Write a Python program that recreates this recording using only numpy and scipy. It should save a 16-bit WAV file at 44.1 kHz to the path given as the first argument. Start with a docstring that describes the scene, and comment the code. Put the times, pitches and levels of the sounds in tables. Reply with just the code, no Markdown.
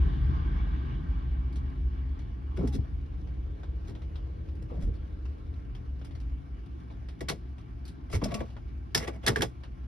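"""Hard, plastic-sounding knocks close by, inside a parked car in light rain: chains of tiny impacts ring a panel.
Around them come soft bumps, a faint squeak and rustling of slipping surfaces, and a short rattle of ringing modes.
Small drops, bursts of coloured noise, tick on the windshield; outside, shaped noise makes a wash of rain.
A vehicle hisses by on the wet road a few metres off, trailing spray, and fades with distance.
Narrow bands of noise fill the closed cabin with a low rumble, and a far motor hums in sine tones."""
import sys
import numpy as np
from scipy import signal
from scipy.fft import rfft, irfft, next_fast_len
from scipy.io import wavfile
from scipy.ndimage import uniform_filter1d, map_coordinates

SR = 44100
rng = np.random.default_rng(int(sys.argv[2]) if len(sys.argv) > 2 else 0)


def wav_record(signal):
    """Record a signal, one row per channel, as 16-bit PCM in the file named by sys.argv[1]."""
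    frames = np.transpose(np.atleast_2d(signal))
    bounded = np.clip(frames, -1, 1)
    # unit amplitude maps onto the largest positive 16-bit level
    quanta = np.round(bounded * 32767).astype(np.int16)
    wavfile.write(sys.argv[1], SR, quanta)


N = 435266

# Rumble of the traffic around the car park. Each row: time in seconds, reference level in dB.
TRAFFIC_LEVEL = [(0, -38.5), (1.8, -29.5), (2.25, -36.5), (2.9, -31.5), (3.7, -36.5), (5.9, -37),
                 (6.4, -33.5), (6.6, -41.5), (7.9, -41.5), (8.7, -40.5), (9.87, -41.5)]
# Colours of the outside sounds. Each row: frequency in Hz, relative level in dB.
BOOM_COLOUR = [(30, -81), (50, -12), (58, 9), (64, 19.5), (70, 14), (78, 7.5), (92, -12), (130, -77.5)]
DEEP_COLOUR = [(12, -28), (25, -17), (34, -15.5), (43, 7), (51, 12), (58, 1), (75, -54), (110, -93.5)]
ROAD_COLOUR = [(60, -64.5), (92, -2.5), (116, 5), (140, -6), (180, -4.5), (215, -9), (285, -7.5),
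               (340, -9.5), (430, -19), (560, -30), (900, -28.5), (2000, -82.5)]
TYRE_COLOUR = [(250, -36.5), (480, -15), (700, -0.5), (900, 1), (1170, 6.5), (1380, -2), (1700, -2.5),
               (2300, -5.5), (2600, -10.5), (3300, -6), (4500, -17.5), (6200, -25), (7500, -54),
               (12000, -65)]
DRIZZLE_COLOUR = [(250, -26), (500, -4.5), (700, 1.5), (1100, -15.5), (1350, -1), (1650, -8), (2300, -9),
                  (3300, -16.5), (4400, -17), (5500, -18), (6600, -24.5), (7600, -37.5), (10000, -29),
                  (13500, -40.5)]
# Cabin resonances that colour the outside hiss. Each row: centre in Hz, width in Hz, relative level in dB.
CABIN_MODES = [(862, 56, 5.5), (1065, 74, 5.5), (1171, 52, 4), (1560, 140, -3), (1674, 44, -6),
               (1894, 25, -2), (2230, 140, -7), (2296, 25, -3.5), (2920, 150, -8.5), (3360, 29, -14.5),
               (4730, 480, -23.5), (6260, 74, -26.5)]
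# Far motor. Each row: time in seconds, firing rate in Hz.
MOTOR_RATE = [(0, 66.1), (1.2, 65.1), (2.2, 65.54), (2.95, 68.94), (3.3, 75.8), (4.4, 81.4), (5.3, 75.97),
              (5.7, 70.2), (6.3, 69.14), (7, 64.22), (9.87, 61.91)]
# Its tones. Each row: multiple of the firing rate, level in dB relative to TRAFFIC_LEVEL.
MOTOR_TONES = [(1, -8.5), (2, -22.5), (4, -24)]
# Left-right likeness of outside, then close noise. Each row: frequency in Hz, correlation from -1 to 1.
FAR_LIKENESS = [(60, 1), (130, 0.9), (280, 0.27), (600, -0.23), (1150, -0.71), (1700, 0.24), (2800, 0.66),
                (6000, -0.14), (12800, 0.68)]
NEAR_LIKENESS = [(60, 0.86), (200, .76), (400, 0.35), (1100, 0.095), (2000, 0.73), (4000, 0.56),
                 (6000, 0.33), (7300, 1), (9300, 0.32), (11000, 0.93), (12800, 0.94)]
# Left-right balance of outside, then close sounds. Each row: frequency in Hz, left minus right in dB.
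FAR_BALANCE = [(60, -0.2), (130, 5.5), (200, -2.5), (330, 0), (550, 2.5), (1150, -3), (2000, 2.5),
               (4000, 1.4), (8000, 1)]
NEAR_BALANCE = [(60, -1.5), (160, 0.5), (400, 2.5), (1300, 0), (1850, -6), (2250, 1.5), (3200, 2),
                (4300, 2), (6000, 1), (8000, 0)]
# Left-right phase turn of the close sounds; above about 6 kHz it comes from the stereo recorder. Each row:
# frequency in Hz, left minus right phase in radians.
NEAR_PHASE_TURN = [(200, 0), (700, 1.07), (1100, 0.56), (1550, 1.4), (2100, 0.5), (2900, 1.4),
                   (4500, 0.27), (5600, -0.35), (6300, -2.5), (7000, -3), (7900, -3), (9000, -4.5),
                   (10400, -5.5), (11800, -7), (13000, -8.5)]
# Biggest drops on the glass. Each row: start in seconds, level in dB before a shared trim,
# brightness in dB per octave.
BIG_DROPS = [(.545, -58, -13.5), (.669, -59.5, -11), (1.526, -64.5, -4.5), (1.558, -58, -3.5),
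             (2.051, -66, -11), (2.191, -62, -6), (2.217, -67, -10), (2.807, -67, -11), (2.847, -57.5, -13),
             (3.06, -70, -7), (3.136, -74, -10), (3.272, -59, -10), (3.633, -54.5, -11), (3.951, -58, -8.5),
             (4.018, -61.5, -7), (4.156, -58, -8.5), (4.486, -67, -6.5), (4.553, -73, -3), (4.952, -71, -5),
             (5.254, -60, -8.5), (5.75, -60.5, -6.5), (6.014, -58.5, -11), (6.047, -59, -2.5),
             (6.109, -61.5, -9), (6.151, -61.5, -5.5), (6.201, -66, -4), (6.297, -68, -14),
             (6.802, -73, -6), (6.901, -55, -12), (7.016, -58.5, -15.5), (7.086, -56.5, -6),
             (7.582, -63, -6.5), (7.853, -59.5, 1.5), (7.879, -58.5, 1.5), (8.502, -62, -8),
             (8.565, -52, -12.5), (9.635, -53, -9)]
# Colour of a drop, and of a knock's first crack. Each row: frequency in Hz, relative level in dB.
SPLAT_COLOUR = [(200, -22.5), (700, -5.5), (2000, -5), (3500, 0), (5600, -2.5), (6700, -7), (7600, -9),
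                (9500, -8), (12500, -16.5), (14500, -18)]
# Heavy bumps that rock the car's body. Each row: start in seconds, level in dB.
BODY_JOLTS = [(4.833, -25.5), (8.131, -28.5), (9.279, -38)]
# Surfaces rubbing close by. Each row: start in seconds, length in seconds, level in dB.
RUB_EVENTS = [(2.55, 0.22, -63), (3.82, 0.13, -64), (4.681, 0.22, -65.5), (8.101, 0.45, -56),
              (9.206, 0.23, -54)]
# Colour of the rubbing. Each row: frequency in Hz, relative level in dB.
RUB_COLOUR = [(300, -3), (900, 12), (2000, -0.5), (3300, -2), (5500, -5), (7500, -12), (10500, -24),
              (13500, -19)]
# Nudges to a loose part. Each row: start in seconds, level in dB before the levels of its modes.
RATTLE_NUDGES = [(8.217, -50), (8.256, -45), (8.319, -44.5), (8.347, -38), (8.375, -48), (8.403, -40.5)]
# Modes of the loose part. Each row: frequency in Hz, relative level in dB, 60 dB decay in seconds.
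LOOSE_MODES = [(219.2, 7.5, 0.22), (605, 0, 0.1), (682, 1.5, 0.13), (1095, -3.5, 0.061), (1126, -1, 0.13),
               (2360, -8.5, 0.1)]
# Bumps and knocks close by, all levels before shared trims. Each row: start in seconds,
# contact length in seconds, level in dB, brightness in dB per octave, low thud in dB,
# strongest ring in Hz, its level in dB, left minus right in dB.
KNOCK_EVENTS = [(2.562, .01, -56.5, -4, -38.5, 1440, -52, 4), (2.577, .005, -67, -9, -34, 377, -31, 1),
                (2.589, 0.001, -57, -6, -34, 585, -36, 0.5),
                (2.605, 0.0018, -59.5, -12, -34.5, 119, -26.5, -2),
                (2.621, 0.0068, -71, -2, -31, 296, -30, 2),
                (2.63, 0.005, -64.5, -17, -37.5, 387, -27.5, -2), (2.647, .002, -70, -7, -39, 250, -31, 0),
                (2.672, 0.0029, -56, 1, -36, 1290, -51, 2), (2.722, .033, -57, 0.5, -33.5, 3970, -52, 3),
                (2.75, 0.0034, -80, -16, -41, 310, -30, 2.5), (2.777, 0.004, -76.5, -4, -41, 210, -35.5, 4),
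                (2.787, 0.0018, -78, -12, -40, 99, -19, -2), (3.87, .027, -63.5, -1, -41.5, 3940, -49, 3.5),
                (3.895, 0.0205, -74, -8, -49, 392, -44, 0),
                (4.619, 0.0068, -68.5, -0.5, -43.5, 452, -47, 1),
                (4.694, .016, -65, -10, -51, 1160, -47, -1), (4.708, 0.0165, -73, -11, -46.5, 476, -37, 4),
                (4.737, .012, -74.5, -12, -51.5, 490, -50, -5), (4.77, .008, -74, -11, -42, 590, -49, 3),
                (4.785, 0.0049, -76, -12, -42, 156, -28, 6), (4.804, .036, -63.5, -1.5, -41, 563, -47, 8.5),
                (4.861, .012, -80, -9, -35, 130, -36.5, 6), (7.206, 0.0024, -46.5, -3, -42, 1980, -54, 3),
                (7.211, 0.0028, -64, -10, -39.5, 353, -32, 3),
                (7.284, .013, -37, -0.6, -40, 4100, -44, 4.5),
                (7.288, .00385, -46.5, -1, -45, 1410, -30, 7),
                (7.308, 0.00984, -50.5, -4, -42.5, 640, -32, 2),
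                (8.099, 0.0013, -58, -3, -46, 673.3, -52, 6), (8.11, 0.025, -63, 4.5, -48, 2400, -60, -1),
                (8.127, 0.0033, -44, -4, -37, 1160, -43, 4.5),
                (8.133, .024, -44.5, -1.8, -33.5, 2170, -45, 0),
                (8.214, .0067, -49.5, -8.5, -31, 1040, -35, 4.5),
                (8.217, 0.0018, -59, -12, -47, 288, -26.5, 0),
                (8.237, 0.0037, -44.5, 0, -39, 5370, -39, 1.5), (8.25, .012, -52.5, -4, -34, 630, -28, 4),
                (8.276, 0.028, -62, -8, -46, 1118, -45, 0), (8.31, 0.01, -50, -6, -34.5, 615, -48, 5),
                (8.34, .002, -50, 1, -46, 5530, -39, 5), (8.342, 0.00317, -45, -1.5, -47, 2770, -32, 2),
                (8.365, 0.037, -59, -6, -49, 1094, -51, 6),
                (8.403, 0.0041, -49, -6.5, -39.5, 560, -33.5, 1),
                (8.947, 0.0019, -33, 2.5, -35.5, 5260, -21, 1),
                (8.948, 0.0023, -47.5, -8.5, -31.5, 1780, -17, -5),
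                (8.974, 0.004, -40, 1, -49, 5230, -38, -8), (8.99, 0.058, -48.5, -4.5, -54, 1940, -52, -3),
                (9, 0.013, -61.5, -9, -49, 164, -37, 3),
                (9.071, .0063, -41.5, -4.5, -51.5, 2080, -46, -1.5),
                (9.122, 0.038, -61, -6, -61.5, 2250, -56, -2),
                (9.227, 0.022, -53.5, -5.5, -57, 3070, -57, -4.5),
                (9.263, 0.0048, -34, 0.5, -48.5, 4040, -26, -9), (9.273, 0.002, -32, -2, -35, 3410, -17, 2),
                (9.277, .004, -30.5, -1, -29, 1850, -17.5, -3),
                (9.287, 0.0033, -45, -4, -36.5, 440, -28, -3),
                (9.306, .003, -52, -9, -39.5, 171, -32.5, -5),
                (9.359, 0.0011, -37, -3.5, -40, 1700, -17, -4.5),
                (9.38, .004, -48.5, -3, -31.5, 405, -30, -2),
                (9.408, 0.00084, -44, -2, -44, 1650, -25, -4.5),
                (9.4192, .002, -31, -1, -36, 3360, -25, -6.5), (9.428, 0.0038, -46, -1, -39, 528, -28.5, 1)]
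# Ring of the struck panel. Each row: centre in Hz, width in Hz, relative level in dB.
PANEL_MODES = [(205, 24, -1.5), (318, 34, -9), (437.4, 88, 5), (559, 50, -2.5), (670, 35.5, 1),
               (749, 18, -4), (870, 47, -8.5), (1145, 40, 0.5), (1341, 26, 2.5), (1480, 65, -1.5),
               (1680, 37, 0), (1880, 46, -4), (1970, 70, -0.5), (2177, 130, -1), (2710, 63, -4),
               (3363, 25, 3), (3440, 28, -5.5), (3870, 23, 2), (4400, 59, -7.5), (4960, 48, 3),
               (5240, 50, 3), (5300, 45, 4.5), (5600, 110, -8), (8570, 480, -9), (10260, 460, -23.5)]
# Broad colour of a contact. Each row: frequency in Hz, relative level in dB.
CONTACT_COLOUR = [(40, 4.5), (120, 17.5), (450, 3.5), (1000, 1), (2600, -0.5), (5500, 1), (6500, 1.5),
                  (7600, 0.5), (8800, -5), (10500, -5.5), (12500, -9.5), (14200, -14.5)]
# Decay inside the cabin. Each row: frequency in Hz, 60 dB decay in seconds.
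CABIN_DECAY = [(100, 0.12), (400, 0.12), (1500, 0.075), (5000, 0.091), (12000, 0.026)]
# Thud, knock, clack and snap. Each row: low edge in Hz, high edge in Hz, build-up in seconds,
# lag in seconds, gain in dB, share of the panning.
REGISTERS = [(80, 330, 0.011, 0.00703, -0.5, 0.13), (259, 934, 0.0045, 0.003064, -1, 0.92),
             (820, 3230, 0.0015, 0.00042, 1.5, 0.45), (2660, 14300, 0.00093, 0.0016, 4.5, 0.0078)]

PASS_S, PASS_M, SPEED_M_PER_S = 0.21, 6.36, 9.86  # passing vehicle: time and distance when nearest, speed
IDLE_HZ, IDLE_DB = 110.5, -61  # hum of an idling engine
TOP_HZ = 13700  # microphone's band limit


def amp(db):
    """Gain for a level in dB."""
    return 10 ** (np.asarray(db) / 20)


def unit(x):
    """Scale a signal to rms 1."""
    return x / np.sqrt(np.mean(x ** 2) + 1e-20)


def die_away(t, t60):
    """Exponential decay that falls 60 dB in t60 seconds."""
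    return amp(-60 * t / t60)


def build_up(t, rise_s):
    """Exponential approach to full level."""
    return 1 - np.exp(-t / rise_s)


def along(points, hz):
    """Read a (Hz, value) curve on a logarithmic frequency axis."""
    f, v = np.transpose(points)
    return np.interp(np.log(hz + 1), np.log(f + 1), v)


def over_time(rows):
    """Read a (seconds, value) curve at every sample."""
    s, values = np.transpose(rows)
    return np.interp(np.arange(N) / SR, s, values)


def bell(hz, centre_hz, octaves):
    """A smooth hump of height 1 on a logarithmic frequency axis."""
    return np.exp(-(np.log2((hz + 1) / centre_hz) / octaves) ** 2)


def band(hz, low_hz, high_hz, order):
    """Band-pass gain with steep skirts."""
    return 1 / np.sqrt((1 + (low_hz / (hz + 1)) ** order) * (1 + (hz / high_hz) ** order))


def resonances(modes, hz):
    """Summed power response of (Hz, width, dB) modes."""
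    return sum(amp(db) ** 2 / (1 + (2 * (hz - centre) / width) ** 2) ** 1.6 for centre, width, db in modes)


def ripple(depth_db, spacing_hz):
    """Many close standing waves: a fixed, irregular gain over frequency."""
    knots = rng.standard_normal(2048)
    return lambda hz: amp(depth_db * np.interp(hz / spacing_hz, np.arange(len(knots)), knots))


def wobble(rate):
    """A smooth random curve with rate knots a second."""
    knots = rng.standard_normal(int(N * rate / SR) + 4)
    return map_coordinates(knots, [np.arange(N) * rate / SR])


def crackle(depth_db, size, rate=1400):
    """A gain that moves in straight lines between random levels, rate of them a second."""
    knots = rng.standard_normal(2048)
    return amp(depth_db * np.interp(np.arange(size) * rate / SR, np.arange(len(knots)), knots))


def filtered(x, response):
    """Filter a signal by a response given over frequency."""
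    n = x.shape[-1]
    m = next_fast_len(n + SR // 10)
    return irfft(rfft(x, m) * response(np.fft.rfftfreq(m, 1 / SR)), m)[..., :n]


def noise(gain, alike, size):
    """Stereo noise of rms 1 whose mid and side shares set the left-right likeness."""
    m = next_fast_len(size)
    hz = np.fft.rfftfreq(m, 1 / SR)
    turn = np.arccos(np.clip(along(alike, hz), -1, 1)) / 2
    white = rfft(rng.standard_normal((2, m)))
    mid, side = irfft(white * gain(hz) * [np.cos(turn), np.sin(turn)], m)[:, :size]
    return unit(np.array([mid + side, mid - side]))


def rush(colour):
    """Steady outside noise through the whole scene."""
    return noise(lambda hz: amp(along(colour, hz)), FAR_LIKENESS, N)


def steadied(x, span):
    """Noise with its own slow swells evened out over span seconds."""
    power = uniform_filter1d(np.mean(x ** 2, 0), int(span * SR) + 1)
    return x / np.sqrt(np.abs(power) + 1e-3)


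def panned(left_db):
    """Left and right gains for a left-minus-right level."""
    return amp(np.outer([.5, -.5], left_db))


def add(track, s, sound):
    """Mix a sound in at time s."""
    part = track[:, max(round(s * SR), 0):][:, :sound.shape[1]]
    part += sound[:, :part.shape[1]]


def tone(hz, t60, t, attack_s, spread=0.72):
    """One mode rings and dies; its phase differs a little from left to right."""
    phase = 2 * np.pi * rng.random() + spread * rng.standard_normal((2, 1))
    return np.sin(2 * np.pi * hz * t + phase) * die_away(t, t60) * build_up(t, attack_s)


def nearness(lead_s=0):
    """Gain of the passing vehicle: 1 at its nearest, falling as one over distance."""
    along_road_m = SPEED_M_PER_S * (np.arange(N) / SR - PASS_S + lead_s)
    return PASS_M / np.hypot(PASS_M, along_road_m)


def rumble(boom_db=-1.5, deep_db=-8, pass_boom_db=-25, pass_deep_db=-30.0, lead_s=0.22, boom_falloff=3.6):
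    """Low engine and road sound throbs in the cabin's lowest air modes; the passing engine leads its tyres."""
    around_db = over_time(TRAFFIC_LEVEL)
    boom = np.hypot(amp(around_db + boom_db), amp(pass_boom_db) * nearness(lead_s) ** boom_falloff)
    deep = np.hypot(amp(around_db + deep_db), amp(pass_deep_db) * nearness())
    return boom * steadied(rush(BOOM_COLOUR), span=.4) + deep * steadied(rush(DEEP_COLOUR), span=0.56)


def hum(hz, db, waver=0.0042, flutter_db=0.47):
    """One slightly unsteady engine tone."""
    phase = 2 * np.pi * np.cumsum(hz * (1 + waver * wobble(5.0))) / SR
    return amp(db + flutter_db * wobble(8)) * np.sqrt(2) * np.sin(phase)


def motor():
    """A far motor speeds up and settles, its tones at multiples of the firing rate; another engine idles."""
    hz, around_db = over_time(MOTOR_RATE), over_time(TRAFFIC_LEVEL)
    return sum(hum(round(k) * hz, around_db + db) for k, db in MOTOR_TONES) + hum(IDLE_HZ, IDLE_DB)


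def patchy(x):
    """The wet hiss comes in patches: each band swells and sinks on its own."""
    z = signal.stft(x, nperseg=512)[2]
    across_bands = uniform_filter1d(rng.standard_normal(z.shape[1:]), 7, 0)
    field = uniform_filter1d(across_bands, 12, 1)
    return signal.istft(z * amp(1.5 * unit(field)), nperseg=512)[1][:, :N]


def traffic(drizzle_db=-65, shell_db=5, grain_db=1, road_db=-48.0, pass_road_db=-38, tyres_db=-50.5,
            far_tyres_db=-68, falloff=1.21, lead_s=0.13):
    """Road drone and the hiss of wet tyres fade with distance into the grainy wash of the rain."""
    road_gain = np.hypot(amp(road_db), amp(pass_road_db) * nearness(lead_s))
    road = road_gain * amp(0.56 * wobble(5.5)) * rush(ROAD_COLOUR)
    waves = ripple(2, 28)

    def inside(colour, modes_db):
        """Hiss coloured by the cabin's resonances and standing waves."""
        def gain(hz):
            power = amp(along(colour, hz)) ** 2 + amp(modes_db) ** 2 * resonances(CABIN_MODES, hz)
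            return waves(hz) * np.sqrt(power)
        return noise(gain, FAR_LIKENESS, N)

    tyre_gain = np.hypot(amp(far_tyres_db), amp(tyres_db) * nearness() ** falloff)
    tyres = tyre_gain * amp(1.3 * wobble(12)) * inside(TYRE_COLOUR, shell_db)
    wash_gain = amp(drizzle_db + 0.49 * wobble(13) + grain_db * wobble(110))
    wash = wash_gain * inside(DRIZZLE_COLOUR, shell_db - 8.0)
    return road + patchy(tyres + wash)


def exhausts(pass_db=-41, pass_hz=140, pass_octaves=.36, falloff=1.8, surge_db=3.5,
             growl_db=-58, growl_hz=440, growl_octaves=0.5):
    """The passing vehicle's exhaust burbles in uneven surges; the far motor growls while it runs fast."""
    rate = over_time(MOTOR_RATE)
    speed = (rate - rate.min()) / np.ptp(rate)
    burble_noise = noise(lambda hz: bell(hz, pass_hz, pass_octaves), FAR_LIKENESS, N)
    burble = amp(pass_db + surge_db * wobble(13)) * nearness() ** falloff * burble_noise
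    growl_noise = noise(lambda hz: bell(hz, growl_hz, growl_octaves), FAR_LIKENESS, N)
    growl = amp(growl_db + 1.5 * wobble(9)) * speed * growl_noise
    return burble + growl


def spray(db=-55, trail_s=0.37, falloff=6, centre_hz=1600, octaves=0.55):
    """The water thrown up behind the vehicle passes a moment after it, as a hump of hiss."""
    def colour(hz):
        return np.sqrt(resonances(CABIN_MODES, hz)) * bell(hz, centre_hz, octaves)
    return amp(db) * nearness(-trail_s) ** falloff * noise(colour, FAR_LIKENESS, N)


def drops(big_db=5, small_db=-68, spread_db=3.5, splash_db=-14, splash_t60=0.22, big_t60=0.11,
          small_t60=0.057, small_tilt_db=-7, count=90):
    """A big drop ticks in the colour of the spot it hits, and splashes; many finer ones tick more briefly."""
    track, t = np.zeros((2, N)), np.arange(SR // 6) / SR
    tick_and_splash = die_away(t, big_t60) + amp(splash_db) * die_away(t, splash_t60)
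    tick = die_away(t, small_t60)
    hits = [(s, db + big_db, tilt_db, tick_and_splash) for s, db, tilt_db in BIG_DROPS]
    for place, size, hardness in rng.random((count, 3)):
        db = small_db - spread_db * np.log(1.05 - size)  # few of the fine drops are loud
        hits.append((place * N / SR, db, small_tilt_db + 6 * (hardness - .5), tick))
    for s, db, tilt_db, decay in hits:
        spot = ripple(3, 550)

        def colour(hz):
            return spot(hz) * amp(along(SPLAT_COLOUR, hz) + tilt_db * np.log2((hz + 300) / 3500))
        splat = noise(colour, NEAR_LIKENESS, len(t))
        add(track, s, amp(db) * build_up(t, 0.0002) * decay * splat)
    return track


def squeak(s=2.658, length=0.11, start_hz=905, end_hz=715, db=-53):
    """Something slides between two bumps with a short, unsteady, falling squeak."""
    track, u = np.zeros((2, N)), np.linspace(0, 1, int(length * SR))
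    hz = (start_hz + (end_hz - start_hz) * u) * (1 + 0.023 * wobble(200)[:len(u)])
    swell = crackle(3, len(u), rate=170) * np.sin(np.pi * u)
    sound = amp(db) * swell * np.sin(2 * np.pi * np.cumsum(hz) / SR)
    add(track, s, sound[None])
    return track


def rustle(grain_db=4, edge=0.5):
    """Surfaces rub in a dense run of tiny slips that swells and fades."""
    track = np.zeros((2, N))
    for s, length, db in RUB_EVENTS:
        n = int(length * SR)
        rub = noise(lambda hz: amp(along(RUB_COLOUR, hz)), NEAR_LIKENESS, n)
        slips = crackle(grain_db, n, rate=600) * crackle(2.3, n, rate=64) * rub
        add(track, s, amp(db) * np.hanning(n) ** edge * unit(slips))
    return track


def rattle(left_db=2.0, attack_s=.003, scatter_db=2):
    """A loose part is nudged again and again, so that its few modes ring on between the knocks."""
    track, t = np.zeros((2, N)), np.arange(SR // 3) / SR
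    for s, db in RATTLE_NUDGES:
        for hz, mode_db, t60 in LOOSE_MODES:
            strength = amp(db + mode_db + scatter_db * rng.standard_normal())
            add(track, s, strength * tone(hz, t60, t, attack_s))
    return track * panned(left_db)


def jolts(rise_s=0.012, t60=0.44, low_hz=38, high_hz=85):
    """A heavy bump sets the cabin air booming for a moment, as a swell of low noise."""
    track, t = np.zeros((2, N)), np.arange(SR // 2) / SR
    swell = build_up(t, rise_s) * die_away(t, t60)
    for s, db in BODY_JOLTS:
        boom = noise(lambda hz: band(hz, low_hz, high_hz, 12), FAR_LIKENESS, len(t))
        add(track, s, amp(db) * swell / swell.max() * steadied(boom, span=0.07))
    return track


def chatter(length, t, rate=380, spread_db=3):
    """Power of the tiny impacts that make up one contact; they tend to grow as the surfaces bite."""
    place, size = rng.random(40), rng.standard_normal(40)
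    n = int(np.clip(1 + length * rate, 1, len(place)))
    k = np.arange(n)
    when = length * (k + place[:n] * (k > 0)) / n  # the first impact falls at the very start
    return np.bincount((when * SR).astype(int), amp(spread_db * size[:n]) ** 2 * np.sqrt(k + 1), len(t))


def first_crack(length, t, db=13, soft_s=0.0034, lag_s=0.0012, width_s=0.00035):
    """A sudden contact opens with one sharp crack; a slow, scraping one has almost none."""
    t = t[:SR // 100]
    burst = noise(lambda hz: amp(along(SPLAT_COLOUR, hz)), NEAR_LIKENESS, len(t))
    return amp(db) * np.exp(-length / soft_s) * np.exp(-np.abs((t - lag_s) / width_s)) * burst


def panel_ring(levels, t, ring_db=-16, t60=0.11):
    """The panel's modes ring on after a blow, at new strengths and slightly new pitches each time."""
    hz, _, db = np.transpose(PANEL_MODES)
    blow_db = np.interp(np.log(hz), np.log([140, 400, 950, 4500]), levels)
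    strength_db = blow_db + db + 4 * rng.standard_normal(len(hz))
    hz = hz * (1 + 0.012 * rng.standard_normal(len(hz)))
    phase = 2 * np.pi * rng.random((len(hz), 1)) + 0.67 * rng.standard_normal((2, len(hz), 1))
    modes = amp(strength_db + ring_db)[:, None] * np.sin(2 * np.pi * hz[:, None] * t + phase)
    return modes.sum(1) * die_away(t, t60) * build_up(t, 0.0063)


def struck_spot(hz, t, cycles=24, longest_t60=0.068, first_db=3, after_db=-10, after_t60=0.064,
                attack_cycles=0.7):
    """The struck spot gives a hard, short ping; two close modes beat on faintly with it."""
    attack_s = min(attack_cycles / hz, .002)
    pair_hz = hz * (1 + .02 * rng.standard_normal(2))
    ping = tone(hz, min(cycles / hz, longest_t60), t, attack_s, spread=.4)
    beating = sum(tone(f, after_t60, t, 0.0053) for f in pair_hz)
    return amp(first_db) * ping + amp(after_db) * beating


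def knocks(tail_db=-26, tail_t60=0.25, direct_db=4, direct_t60=0.01, spot_db=6, spot_octaves=0.21,
           broad_db=-8, favour_db=4.0, favour_octaves=0.31, crackle_db=3):
    """Every tiny impact arrives directly, then dies in the cabin; the lowest register builds up slowest."""
    track, t = np.zeros((2, N)), np.arange(SR // 5) / SR
    mode_hz = np.fft.rfftfreq(next_fast_len(len(t)), 1 / SR)
    panel = np.sqrt(resonances(PANEL_MODES, mode_hz) + amp(broad_db + along(CONTACT_COLOUR, mode_hz)) ** 2)
    centres = np.array([np.sqrt(lo * hi) for lo, hi, *_ in REGISTERS[1:]])
    for s, length, level_db, tilt_db, thud_db, ring_hz, ring_db, left_db in KNOCK_EVENTS:
        impacts = chatter(length, t)
        # a harder contact is brighter, and each spot that is struck favours its own modes
        tilted_db = level_db + tilt_db * np.log2(centres / centres[1])
        levels = [thud_db, *(tilted_db + favour_db * bell(centres, ring_hz, favour_octaves))]
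        spot = panel * amp(spot_db * bell(mode_hz, ring_hz, spot_octaves)) * ripple(2, 70)(mode_hz)
        for db, (lo, hi, build, lag, gain_db, share) in zip(levels, REGISTERS):
            raw = noise(lambda hz: spot * band(hz, lo, hi, 10), NEAR_LIKENESS, len(t))
            grain = crackle(crackle_db * lo / REGISTERS[-1][0], len(t))  # coarser in the high registers
            body = unit(steadied(raw, span=0.021) * grain)
            direct = amp(direct_db) * die_away(t, direct_t60)
            cabin = die_away(t, along(CABIN_DECAY, np.sqrt(lo * hi)))
            tail = amp(tail_db) * die_away(t, tail_t60)
            response = (direct + cabin + tail) * build_up(t, build)
            power = np.abs(signal.fftconvolve(impacts, response ** 2)[:len(t)])
            # the level is set over the later part of the contact
            loud = (t > .4 * length) & (t < length + .003 + build)
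            envelope = np.sqrt(power / power[loud].mean())
            add(track, s + lag, amp(db + gain_db) * envelope * body * panned(share * left_db))
        add(track, s, amp(levels[-1]) * first_crack(length, t))
        strongest = amp(ring_db) * struck_spot(ring_hz, t)
        add(track, s + length / 2, panel_ring(levels, t) + strongest)
    return track


def scene():
    """Everything as heard inside the cabin; the close sounds differ in phase between left and right, in the
    treble through the stereo recorder."""
    outside = rumble() + motor() + traffic() + exhausts() + spray()
    close = drops() + squeak() + rustle() + rattle() + jolts() + knocks()

    def close_response(hz):
        phase_turn = np.exp(1j * np.outer([.5, -.5], along(NEAR_PHASE_TURN, hz)))
        return panned(along(NEAR_BALANCE, hz)) * phase_turn
    outside = filtered(outside, lambda hz: panned(along(FAR_BALANCE, hz)))
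    return outside + filtered(close, close_response)


def record(dry):
    """The microphone keeps almost nothing above its band limit; both ends are ramped over 3 ms."""
    from_end = np.minimum(np.arange(N), np.arange(N)[::-1])
    edges = np.clip(from_end / (.003 * SR), 0, 1)
    return filtered(dry * edges, lambda hz: 1 / np.sqrt(1 + (hz / TOP_HZ) ** 60))


dry = scene()
out = record(dry)
wav_record(out)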